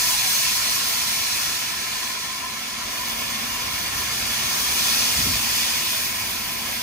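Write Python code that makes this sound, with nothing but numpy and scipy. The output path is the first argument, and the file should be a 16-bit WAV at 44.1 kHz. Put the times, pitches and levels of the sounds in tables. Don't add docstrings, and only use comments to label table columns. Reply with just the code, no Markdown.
import sys
import numpy as np
from scipy import signal
from scipy.fft import irfft
from scipy.io import wavfile
from scipy.ndimage import uniform_filter1d

SR = 44100
rng = np.random.default_rng(int(sys.argv[2]) if len(sys.argv) > 2 else 0)


def transcribe(signal):
    frames = np.atleast_2d(signal).T
    limited = np.clip(frames, -1, 1)
    pcm = np.round(limited * 32767).astype(np.int16)
    wavfile.write(sys.argv[1], SR, pcm)


N = 300762
FRAME, HOP = 1024, 256
HZ = np.fft.rfftfreq(FRAME, 1 / SR)
FINE_HZ = np.fft.rfftfreq(N, 1 / SR)
TIMES = np.arange(N // HOP + 5) * HOP / SR
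T = np.arange(N) / SR

# t/s, level/dB
FLOW = [(0.0, -22.5), (0.1, -22.5), (0.23, -24), (0.34, -23), (0.82, -25), (1.39, -26.5), (1.85, -31),
        (1.99, -30.5), (2.55, -35.5), (2.72, -34.5), (3.15, -33), (3.87, -32), (4.2, -29.5), (4.69, -26),
        (4.9, -23.5), (5.14, -24.5), (5.35, -26.5), (5.6, -25), (5.8, -28), (5.95, -28), (6.15, -32),
        (6.55, -34.5), (6.73, -33), (6.82, -33)]


def drain_cocks(level_db=4.5, patchy_db=0.77, flutter_db=0.35, spit_db=0.9, churn_db=2.0, ripple_db=1.65):
    # f/Hz, relative level/dB
    jet_colour = [(300, -8.5), (550, -10.5), (660, -5.5), (900, -6.5), (1500, -5), (2800, -1.13),
                  (4600, -.5), (6200, -1.16), (7300, -4.5), (8000, -7), (9200, -6), (12000, -7.5),
                  (14000, -5), (15500, -11.5)]
    roar_growth, fizz_growth = 0.46, 0.97
    hiss_db, = follow(FLOW, TIMES[:, None])
    roar_db, fizz_db = stroke_state(TIMES[:, None])
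    roar_db = roar_db + (roar_growth - 1) * hiss_db
    fizz_db = fizz_db + (fizz_growth - 1) * hiss_db
    fizz_db = fizz_db + spit_db * patches(size=(14, 1))[:, :1]

    low_cut = FINE_HZ ** 2 / (FINE_HZ ** 2 + 130 ** 2)
    steam = handed_over(gain_of(read(jet_colour, FINE_HZ)) * low_cut)

    roar_share = read([(400, 1.55), (1500, 1.03), (2300, 1.05), (2900, 0.66), (4500, 0.34), (7000, 0.086)])
    fizz_share = read([(6500, 0.088), (9000, 0.28), (13500, 1.07)])
    churn_share = read([(250, 0.3), (450, 1), (900, .8), (2000, 0.69), (4000, 0.48), (7000, 0.11)])
    ripple_share = read([(500, 0.87), (2000, 0.93)])
    field_db = hiss_db + roar_share * (roar_db - roar_db.mean())
    field_db = field_db + fizz_share * (fizz_db - fizz_db.mean())
    field_db = field_db + patchy_db * patches(size=(4, 14)) + flutter_db * patches(size=(4, 300))
    field_db = field_db + churn_db * patches(size=(7, 3)) * churn_share
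    field_db = field_db + ripple_db * patches(size=(16, 1)) * ripple_share

    z = signal.stft(steam, nperseg=FRAME, noverlap=FRAME - HOP)[2]
    z = z * gain_of(field_db[:z.shape[-1]].T)
    jets = signal.istft(z, nperseg=FRAME, noverlap=FRAME - HOP)[1][:, :N]
    flow_rms = np.sqrt(np.mean(gain_of(hiss_db) ** 2))
    return gain_of(level_db) * flow_rms * evened(jets)


def handed_over(colour):
    # f/Hz, width/Hz, first jet/dB, second jet/dB, third jet/dB
    jet_peaks = [(367, 120, 1, 0, 0), (560, 120, -0.5, 0.5, -0.5), (1170, 55, -0.5, 3.5, -0.5),
                 (1370, 130, 1.5, 2.5, -1.5), (1550, 99, 0, -1.5, -0.5), (1748, 120, 4, 3.5, 1),
                 (2000, 130, 1, -2, 0), (2200, 220, 2, 2.5, 1), (2480, 150, 1.5, 1.5, 4),
                 (2630, 140, 0, -3, -1), (3070, 330, -1, 0, .5), (3470, 250, 1.5, 2.5, 3),
                 (3740, 160, -1.5, -1.5, -1.5), (4140, 140, 3.5, -0.5, 1), (4940, 550, 0, 1.5, 1.5),
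                 (5560, 240, 2, 0, 0), (5900, 300, 0, 2, 1.5), (9200, 280, 0, 0.5, 2)]
    starts_s, length_s = [1.99, 4.52], 1.16
    hz, width_hz, *jets_db = np.transpose(jet_peaks)
    jets = []
    for db in jets_db:
        resonances = gain_of(peaks(zip(hz, width_hz, db)))
        jets.append(turbulence(colour * resonances * echo_ripple(depth_db=1.33, size=50)))
    steam, *later = jets
    for start_s, jet in zip(starts_s, later):
        share = np.clip((T - start_s) / length_s, 0, 1)
        steam = np.sqrt(1 - share) * steam + np.sqrt(share) * jet
    return steam


def stroke_state(t):
    # start/s, roar/dB, roar growth/(dB/s), fizz/dB, drying/(dB/s)
    strokes = [(-0.1, -0.93, 0, -0.2, 1.1), (2.75, 1, -0.2, 1, 0.27), (5.8, 0.2, 0.6, 4.5, 0.5)]
    valve_s = 0.25
    state = None
    for start_s, roar_db, growth, fizz_db, drying in strokes:
        age_s = np.maximum(t - start_s, 0)
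        fresh = np.array([roar_db + growth * age_s, fizz_db - drying * age_s])
        if state is None:
            state = fresh
        else:
            state = state + (fresh - state) * np.minimum(age_s / valve_s, 1)
    return state


def echo_ripple(depth_db, size):
    return gain_of(depth_db * evened(uniform_filter1d(rng.standard_normal(len(FINE_HZ)), size)))


def pipe_note():
    # f/Hz, width/Hz, relative level/dB
    pipe_modes = [(981.4, 21.5, -3.5), (1004, 25, -1), (1041, 30, -0.5), (1071, 32, -1)]
    # f/Hz, width/Hz, relative level/dB
    side_modes = [(680, 84, -11.5), (1330, 34, -6), (1327, 160, -12), (1736, 61, -6.5), (1834, 58, -5),
                  (2238, 95, -4), (2370, 87, -11.5)]
    # middle/s, half length/s (to 1/e), change/dB
    pipe_swells = [(.115, 0.04, 3), (.2, 0.039, -3), (1.52, 0.43, -4.5), (2.0, .05, 2), (2.14, .03, 3),
                   (2.454, 0.023, 6), (2.65, 0.083, -7), (3.02, 0.06, 2.5), (3.622, 0.051, 3.5),
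                   (4.016, .06, 4), (4.2, 0.11, -8), (6.72, 0.072, -7)]
    level_db, fade_db_per_s, waver_db = -39.5, 0.45, 0.7
    side_db, side_fade_db_per_s, side_waver_db = -41, 0.2, 1
    swells_db = sum(db * np.exp(-((T - s) / half_s) ** 2) for s, half_s, db in pipe_swells)
    note_db = level_db - fade_db_per_s * T + swells_db + waver_db * drift(size=14)
    note = wavering(steadied(ringing(pipe_modes), size=3000), depth=0.00899)
    around_db = side_db - side_fade_db_per_s * T + side_waver_db * drift(size=12)
    around = wavering(ringing(side_modes), depth=0.00605)
    return gain_of(note_db) * note + gain_of(around_db) * around


def strands(waver_db=2):
    # f/Hz, relative level/dB
    strand_modes = [(1858, -3), (2240, -5), (2369, -1.5), (2480, -1), (2880, -4), (4091, -8), (4620, 0.5),
                    (5972, -3), (6490, -6)]
    mean_db, width_hz, growth = -42.5, 10, 0.8
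    flow_db, = follow(FLOW, T)
    level_db = mean_db + growth * (flow_db - flow_db.mean()) + waver_db * drift(size=40)
    ring = ringing([(hz, width_hz, db) for hz, db in strand_modes])
    return gain_of(level_db) * wavering(ring, depth=0.00151)


def whistles(waver=0.0038):
    # start/s, length/s, start f/Hz, end f/Hz, peak rms level/dB
    whistle_rows = [(0.065, 0.093, 1020, 1080, -41), (0.11, 0.058, 847, 834, -40.5),
                    (0.196, 0.105, 815, 708, -42), (0.288, 0.089, 6170, 6300, -30),
                    (0.37, 0.1, 2210, 2250, -36), (0.663, 0.055, 690, 666, -46.5),
                    (2.277, .075, 1020, 1068, -37.5), (2.339, 0.049, 1030, 973, -38),
                    (2.428, 0.049, 988, 1016, -37), (2.99, 0.055, 982, 1020, -42)]
    bend, late = 1.4, 1.7
    out = np.zeros(N)
    for s, length_s, start_hz, end_hz, db in whistle_rows:
        u = np.clip((T - s) / length_s, 0, 1)
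        jitter = evened(uniform_filter1d(rng.standard_normal(N), size=150))
        hz = (start_hz + (end_hz - start_hz) * u ** bend) * (1 + waver * jitter)
        envelope = np.sqrt(2 * abs(np.sin(np.pi * u ** late)))
        out += gain_of(db) * envelope * np.sin(2 * np.pi * np.cumsum(hz) / SR)
    return out


def exhaust():
    # peak/s, level/dB, rise/s, fall/s, top f/Hz
    beats = [(5.195, -31.5, 0.024, 0.042, 220), (5.282, -28, 0.028, 0.024, 340),
             (5.33, -38, 0.022, 0.07, 260)]
    # f/Hz, relative level/dB
    beat_colour = [(20, -34), (55, -8), (100, 2), (160, -6), (245, 1), (330, -10.5), (600, -3)]
    # f/Hz, relative level/dB
    rush_colour = [(120, -20), (300, 3), (420, -0.5), (750, 6.5), (1400, -8), (3000, -27)]
    rush_s, rush_db, rush_rise_s, rush_fall_s = 5.13, -41, 0.51, 0.1
    thud_s, thud_db, thud_rise_s, thud_fall_s = 5.33, -31, 0.02, 0.022
    thud_hz, sag_hz_per_s = 67.4, 565
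    breath = turbulence(gain_of(read(rush_colour, FINE_HZ)))
    out = gain_of(rush_db) * swell(rush_s, rush_rise_s, rush_fall_s) * breath
    for s, db, rise_s, fall_s, top_hz in beats:
        colour = gain_of(read(beat_colour, FINE_HZ)) / (1 + (FINE_HZ / top_hz) ** 4)
        out = out + gain_of(db) * puff(s, rise_s, fall_s) * steadied(turbulence(colour), size=1000)
    hz = np.clip(thud_hz - sag_hz_per_s * (T - thud_s), thud_hz / 2, thud_hz * 2)
    thud = np.sin(2 * np.pi * (np.cumsum(hz) / SR + rng.random()))
    return out + gain_of(thud_db) * puff(thud_s, thud_rise_s, thud_fall_s) * thud


def chimney(lumpy_db=1.5):
    # f/Hz, relative level/dB
    rumble_colour = [(20, -30), (35, -23), (50, -7), (70, -0.5), (105, -1), (135, -4.5), (170, -4),
                     (275, -9), (350, -19), (600, -38), (1500, -70)]
    # f/Hz, width/Hz, relative level/dB
    hum_modes = [(101, 11, -11), (214, 16, -3), (232.5, 16.5, -0.5), (257, 31, -9.5)]
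    # t/s, rumble level/dB, hum level/dB
    draught = [(0, -45, -51.5), (1.3, -48.5, -51), (1.6, -48.5, -54), (2.3, -51, -52), (2.7, -51, -47),
               (3, -46.5, -47.5), (3.42, -45, -42), (3.7, -43, -48.5), (5, -42.5, -46), (5.5, -43.5, -45),
               (6.0, -47, -50.5), (6.5, -44.5, -46), (6.82, -46, -46.5)]
    deep_mode = (50, 24, 0)  # f/Hz, width/Hz, relative level/dB
    deep_mean_db, deep_growth = -56, 1.2
    rumble_db, hum_db = follow(draught, T)
    rumble = gain_of(rumble_db) * turbulence(gain_of(read(rumble_colour, FINE_HZ)))
    deep_db = deep_mean_db + deep_growth * (rumble_db - rumble_db.mean()) + lumpy_db * drift(size=16)
    deep = gain_of(deep_db) * ringing([deep_mode])
    hum = gain_of(hum_db) * steadied(ringing(hum_modes), size=5000)
    return rumble + deep + hum


def turbulence(gain):
    # f/Hz, correlation (0-1)
    correlation = [(200, 0.94), (700, 0.045), (850, .25), (1030, 0.86), (1200, .38), (1350, 0.47),
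                   (1580, 0.2), (1750, 0.43), (2000, 0.37), (2200, 0.64), (2700, 0.48), (3600, 0.62),
                   (4150, 0.22), (4550, 0.34), (5350, 0.26), (6300, 0.64), (7300, 0.12), (8300, 0.15),
                   (8900, 0.44), (11300, 0.42), (12500, 1), (15500, 0.74)]
    # f/Hz, phase/rad
    phase_offset = [(500, 0.0), (850, 1.67), (1230, -1.6), (1350, -1.7), (1500, -2.5), (1660, 0.66),
                    (1950, -0.5), (2450, 0.4), (3000, 2), (3950, 3), (4350, 1.0), (5150, 2), (5350, -2),
                    (5900, -2.1), (6400, 0), (7000, 1.8), (7400, 2), (7950, 5), (8800, 1), (9400, 1.5),
                    (10500, -0.5), (12000, -3.5), (14000, -5.5), (15600, -8.5)]
    # f/Hz, left minus right/dB
    balance = [(300, -0.5), (500, -0.3), (700, 2), (1000, 4.5), (1280, -1), (1600, -3), (1800, 1),
               (2000, -3.5), (2250, 0), (2420, -4), (2900, -3), (3500, -1.5), (4200, -0.5), (4950, 1.5),
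               (5650, -2), (6650, 1), (7750, -1.5), (8400, 4), (9200, 0.2), (15000, -0.2)]
    a, b, c, d = rng.standard_normal((4, len(FINE_HZ)))
    same = np.clip(read(correlation, FINE_HZ), 0, .98)
    side_db = read(balance, FINE_HZ) / 2
    left = a + 1j * b
    right = same * left + np.sqrt(1 - same ** 2) * (c + 1j * d)
    right = right * np.exp(-1j * read(phase_offset, FINE_HZ))
    stereo = np.array([left * gain_of(side_db), right * gain_of(-side_db)])
    return evened(irfft(stereo * gain, N))


def ringing(modes):
    return turbulence(sum(gain_of(db) / (1 + (2 * (FINE_HZ - hz) / width) ** 4) for hz, width, db in modes))


def peaks(rows):
    return sum(db * np.exp(-2 * ((FINE_HZ - hz) / width) ** 2) for hz, width, db in rows)


def wavering(sound, depth):
    speed = depth * drift(size=30)
    at = T + np.cumsum(speed - speed.mean()) / SR
    return np.array([np.interp(at % T[-1], T, channel) for channel in sound])


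def steadied(sound, size):
    return sound / np.sqrt(abs(uniform_filter1d((sound ** 2).mean(0), size)) + 1e-9)


def swell(s, rise, fall):
    return np.exp(-np.maximum((s - T) / rise, (T - s) / fall) / 2)


def puff(s, rise, fall):
    return np.exp(-np.maximum((s - T) / rise, (T - s) / fall) ** 2 / 2)


def drift(size):
    return np.interp(T, TIMES, evened(uniform_filter1d(rng.standard_normal(len(TIMES)), size)))


def patches(size):
    z = rng.standard_normal((len(TIMES), len(HZ)))
    z = uniform_filter1d(z, size[0], axis=0)
    return evened(uniform_filter1d(z, size[1], axis=1))


def gain_of(db):
    return 10 ** (np.asarray(db) / 20)


def evened(x):
    return x / np.sqrt(np.mean(x ** 2) + 1e-20)


def read(points, hz=HZ):
    f, value = np.transpose(points)
    return np.interp(np.log(hz + 1), np.log(f + 1), value)


def follow(rows, t):
    s, *columns = np.transpose(rows)
    return [np.interp(t, s, c) for c in columns]


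def scene():
    return drain_cocks() + pipe_note() + strands() + whistles() + exhaust() + chimney()


def record(dry):
    edge_hz = 15700
    low_pass = signal.firwin(511, edge_hz, window=("kaiser", 9), fs=SR)
    return signal.oaconvolve(dry, low_pass[None], "same")


dry = scene()
out = record(dry)
transcribe(out)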